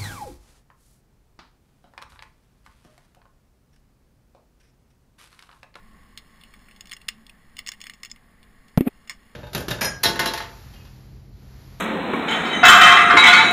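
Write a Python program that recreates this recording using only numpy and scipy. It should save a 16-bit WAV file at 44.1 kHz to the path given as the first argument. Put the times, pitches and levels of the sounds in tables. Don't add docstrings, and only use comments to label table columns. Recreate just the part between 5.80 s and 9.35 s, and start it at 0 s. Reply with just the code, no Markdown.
import sys
import numpy as np
from scipy import signal
from scipy.fft import rfft, irfft
from scipy.io import wavfile
from scipy.ndimage import uniform_filter1d

SR = 44100
rng = np.random.default_rng(int(sys.argv[2]) if len(sys.argv) > 2 else 0)


def put_to_file(sound):
    columns = np.atleast_2d(sound).T
    safe = np.clip(columns, -1, 1)
    whole_steps = np.round(safe * 32767)
    wavfile.write(sys.argv[1], SR, whole_steps.astype(np.int16))


N = 156555

# frequency in Hz, relative level in dB.
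AIR_SPECTRUM = [(130, 3.5), (220, 11.5), (310, -1), (600, -6), (1120, -2), (1450, -7.5), (1850, 1.5),
                (2200, -5.5), (2550, -13.5), (3400, -14), (3900, -18), (5250, -18), (6000, -35.5),
                (6800, -17), (7600, -23.5), (9400, -22), (10100, -13), (11400, -26.5), (12700, -29.5),
                (13900, -15.5), (15100, -28), (15700, -33)]
# time in seconds, level in dB.
AIR_LEVELS = [(0, -56.7), (2.5, -58.5), (3.55, -57.5)]
WIND_LEVELS = [(0, -54.5), (1.5, -58.5), (1.8, -53), (2.1, -58.5), (3.55, -55)]
WHINE_LEVELS = [(0, -61.5), (1.4, -72)]
RUSTLE_LEVELS = [(0, -72), (.8, -64), (1.6, -73.5), (2.05, -67), (2.5, -80), (2.9, -71), (3.35, -67.5)]
METAL_TONES = {"clack": [(1200, -12.5), (1900, -2), (2150, 0)], "ping": [(2830, 0)], "snap": [(3430, 0),
               (4300, -3)], "ring": [(5080, -3), (5250, 0), (6780, -2), (7600, -10)], "sheen": [(8450, 0),
               (9130, -1), (9950, -4), (14050, -7), (14850, -3)]}
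# start in seconds, a level in dB for each of the five families, then the
# chatter's level in dB relative to the touch.
CARABINER_TOUCHES = [(0.375, -22, -25, -16, -21, -23, -3), (0.612, -35, -37, -31, -46, -37, -3),
                     (0.636, -31, -24, -31, -42, -31, -6), (0.738, -24, -33, -33, -42, -33, -4),
                     (0.8855, -28, -37, -45, -52, -38, -3), (0.911, -29, -31, -38, -42, -37, -5),
                     (0.9618, -34, -37, -33, -37, -39, -5), (1.008, -28, -21, -21, -17, -26, -12),
                     (1.056, -28, -29, -32, -33, -34, -8), (1.0712, -35, -34, -31, -29, -37, -4),
                     (1.095, -32, -34, -26, -32, -33, -6), (1.113, -21, -30, -20, -28, -26, -10),
                     (1.118, -16, -15, -18, -23, -20, -10), (1.128, -16, -24, -26, -28, -26, -10),
                     (1.134, -21, -24, -23, -14, -28, -8), (1.166, -24, -22, -28, -31, -28, -9),
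                     (1.215, -33, -28, -32, -37, -34, -6), (1.2835, -18, -19, -11, -24, -18, -10),
                     (1.2868, -6, -3, -6, -4, -9, -13), (1.4659, -39, -33, -26, -32, -33, -9),
                     (1.495, -35, -22, -30, -34, -29, -12), (1.7675, -27, -20, -26, -26, -27, -10),
                     (1.783, -24, -25, -29, -26, -31, -10), (1.7895, -11, -13, -14, -14, -17, -8),
                     (1.8635, -20, -25, -19, -20, -29, -10), (1.872, -17, -13, -20, -13, -20, -10),
                     (1.8825, -17, -23, -21, -13, -24, -10), (1.8888, -12, -17, -15, -6, -19, -13),
                     (1.9178, -17, -19, -17, -16, -23, -9), (1.9355, -24, -28, -35, -34, -33, -2),
                     (2.004, -26, -31, -28, -30, -32, -10), (2.0145, -24, -20, -21, -17, -25, -6),
                     (2.039, -20, -25, -20, -26, -25, -9), (2.055, -26, -43, -33, -40, -35, 5),
                     (2.068, -16, -21, -23, -20, -25, -8), (2.097, -14, -19, -21, -24, -23, -7),
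                     (2.136, -29, -30, -31, -27, -35, -3), (2.2325, -14, -20, -19, -13, -23, -12),
                     (2.2485, -22, -18, -25, -17, -25, -10), (2.2565, -23, -27, -25, -22, -31, -4),
                     (2.299, -41, -42, -31, -29, -42, 3), (2.3145, -24, -30, -27, -11, -34, -16),
                     (2.3606, -29, -33, -39, -45, -38, -8), (2.6293, -37, -39, -34, -43, -39, -2),
                     (2.882, -39, -41, -39, -39, -42, -2), (3.2749, -28, -31, -35, -29, -36, -2)]
# start in seconds, thud level in dB, thud pitch in Hz, seconds for
# the thud to fade by 60 dB, level of the camera mount's ring in dB, crack level in dB.
HELMET_BLOWS = [(2.9754, 11, 184, .017, -15, -12.5), (2.9811, -4.5, 151, 0.014, -35, -20.5),
                (3.0081, 1, 310, .016, -16, -16)]
# frequency in Hz, relative level in dB.
CASE_SPECTRUM = [(100, 3.5), (450, 9.5), (800, -2), (1000, -20), (1250, -7), (1500, -13), (2250, -4.5),
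                 (4200, -25), (6000, -46), (8500, -27), (9800, -15), (10700, -28), (12000, -6.5),
                 (13200, -26), (14300, -20), (16000, -38)]
# frequency in Hz, level in dB, seconds to fade by 60 dB.
MIC_TONES = [(11950, -40, .06)]
# time in seconds, pitch in Hz.
MOUNT_PITCHES = [(3.0, 240), (3.062, 300), (3.074, 235)]
PULLEY_TOUCH = (3.2958, -8, -18, -16, -10, -18, -1)

CONTACT_S, BOUNCE_S, RING_T60_S = .0009, .0017, .045
CARABINER_T60_S, PULLEY_T60_S, PLATFORM_T60_S = .052, .1, .18
MOUNT_T60_S, CRACK_T60_S, RATTLE_T60_S = .11, .016, .1


def undb(db):
    return 10 ** (np.asarray(db) / 20)


def unit(x):
    return x / np.sqrt(np.mean(x ** 2))


def norm(x):
    return x / np.sqrt(np.sum(x ** 2))


def fade(t, t60):
    return np.exp(-np.log(1000) * t / t60)


def swell(t, rise_s, fall_s):
    return np.exp(np.minimum(t / rise_s, -t / fall_s))


def follow(t, table):
    return np.interp(t, *np.array(table).T)


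def add(out, start, x):
    i = int(start * SR)
    out[i:i + len(x)] += x[:N - i]


def low_noise(hz, order=1):
    return signal.sosfilt(signal.butter(order, hz, fs=SR, output="sos"), rng.standard_normal(N))


def band_noise(hz, width_hz):
    band = signal.butter(2, [hz - width_hz / 2, hz + width_hz / 2], "band", fs=SR, output="sos")
    return unit(signal.sosfilt(band, rng.standard_normal(N)))


def shaped_noise(spectrum):
    hz, db = np.array(spectrum).T
    freqs = np.maximum(np.fft.rfftfreq(N, 1 / SR), 1)
    gains = undb(np.interp(np.log(freqs), np.log(hz), db))
    return unit(irfft(rfft(rng.standard_normal(N)) * gains, N))


def wander(per_s):
    hold = int(SR / per_s)
    steps = np.repeat(rng.standard_normal(N // hold + 1), hold)
    return unit(uniform_filter1d(uniform_filter1d(steps, hold), hold)[:N])


def outdoors(t):
    air = shaped_noise(AIR_SPECTRUM) * undb(follow(t, AIR_LEVELS) + .43 * wander(15))
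    wind = unit(low_noise(hz=43.6, order=2)) * undb(follow(t, WIND_LEVELS) + .5 * wander(4.7))
    hum_hz = 218 * (1 + .0388 * wander(50.9))
    hum_shape = np.exp(-((t - 1.39) / .041) ** 2 / 2)
    hum = np.sin(2 * np.pi * np.cumsum(hum_hz) / SR) * hum_shape
    whine = band_noise(hz=1088, width_hz=100) * undb(follow(t, WHINE_LEVELS))
    return air + wind + whine + undb(-50 + 2 * wander(39.5)) * hum


def metal_ring(push, levels_db):
    t = np.arange(SR // 12) / SR
    contact = np.exp(-t / CONTACT_S)
    shape = t / CONTACT_S * contact + undb(-27) * fade(t, RING_T60_S) * (1 - contact)
    out = 0
    for family, level_db in zip(METAL_TONES.values(), levels_db):
        hz, db = np.array(family).T
        size, detune, phase = rng.standard_normal((3, len(hz)))
        tones = shape * np.sin(2 * np.pi * (np.outer(hz * (1 + .009 * detune), t) + phase[:, None]))
        ringing = signal.fftconvolve(push[None], tones, axes=1)
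        blend = sum(gain * norm(x) for gain, x in zip(undb(db + 1.5 * size), ringing))
        out = out + undb(level_db) * norm(blend)
    return out


def gear_rustle(t):
    ticks = (rng.random(N) < 900 / SR) * rng.uniform(-1, 1, N)
    usual_db = np.mean([row[1:-1] for row in CARABINER_TOUCHES], axis=0)
    return unit(metal_ring(ticks, usual_db)[:N]) * undb(follow(t, RUSTLE_LEVELS))


def platform_echo(t, gear):
    scatter = norm(low_noise(hz=5000) * fade(t, PLATFORM_T60_S))
    return undb(-22) * signal.fftconvolve(gear, scatter)[:N]


def clinks(touches, chatter_t60):
    out = np.zeros(N)
    t = np.arange(SR // 12) / SR
    for start, *levels_db, chatter_db in touches:
        bounces, shake = rng.standard_normal((2, len(t)))
        push = undb(1) * norm(bounces ** 3 * np.exp(-t / BOUNCE_S))
        push[0] += 1
        shake *= fade(t, chatter_t60) * (1 - np.exp(-(t / BOUNCE_S) ** 2 / 10))
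        duller_db = levels_db - 1.2 * np.arange(len(levels_db))
        add(out, start, metal_ring(push, levels_db) + undb(chatter_db) * metal_ring(shake, duller_db))
    return out


def mount_phase(t):
    return 2 * np.pi * np.cumsum(follow(t, MOUNT_PITCHES)) / SR


def helmet_bumps(t):
    out = np.zeros(N)
    mic_ring = sum(undb(db) * np.sin(2 * np.pi * hz * t) * fade(t, t60) for hz, db, t60 in MIC_TONES)
    thud_rise = 1 - np.exp(-t / .0005)
    crack_shape = fade(t, CRACK_T60_S) + undb(-17.5) * fade(t, RATTLE_T60_S)
    for start, thud_db, hz, t60, mount_db, crack_db in HELMET_BLOWS:
        thud = undb(thud_db) * np.sin(2 * np.pi * hz * t) * fade(t, t60) * thud_rise
        mount = undb(mount_db) * np.sin(mount_phase(start + t)) * fade(t, MOUNT_T60_S)
        crack = undb(crack_db) * shaped_noise(CASE_SPECTRUM) * crack_shape
        add(out, start, crack + mic_ring - thud - mount)
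    return out


def helmet_rub(t):
    press = np.tanh(2 * swell(t - 3.074, rise_s=.0036, fall_s=.003))
    phase = mount_phase(t)
    octave = undb(-11) * press ** 2 * np.sin(2 * phase)
    judder = press * np.sin(phase) + octave
    scrape = undb(-24) * shaped_noise(CASE_SPECTRUM)
    grind = undb(-28) * band_noise(hz=660, width_hz=380)
    return undb(-10.5) * judder + (scrape + grind) * swell(t - 3.080, rise_s=.0095, fall_s=.0035)


def scene():
    t = np.arange(N) / SR
    background = outdoors(t)
    helmet = helmet_bumps(t) + helmet_rub(t)
    carabiners = clinks(CARABINER_TOUCHES, CARABINER_T60_S)
    pulley = clinks([PULLEY_TOUCH], PULLEY_T60_S)
    gear = gear_rustle(t) + carabiners + pulley
    return (background + gear + platform_echo(t, gear) + helmet)[None]


def record(dry):
    dip_hz, dip_width_hz, top_hz = 990, 80, 15400
    clipped = np.clip(dry, -.5, .5)
    dipped = signal.lfilter(*signal.iirnotch(dip_hz, dip_hz / dip_width_hz, fs=SR), clipped)
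    return signal.sosfilt(signal.ellip(8, .2, 70, top_hz, fs=SR, output="sos"), dipped)


dry = scene()
out = record(dry)
put_to_file(out)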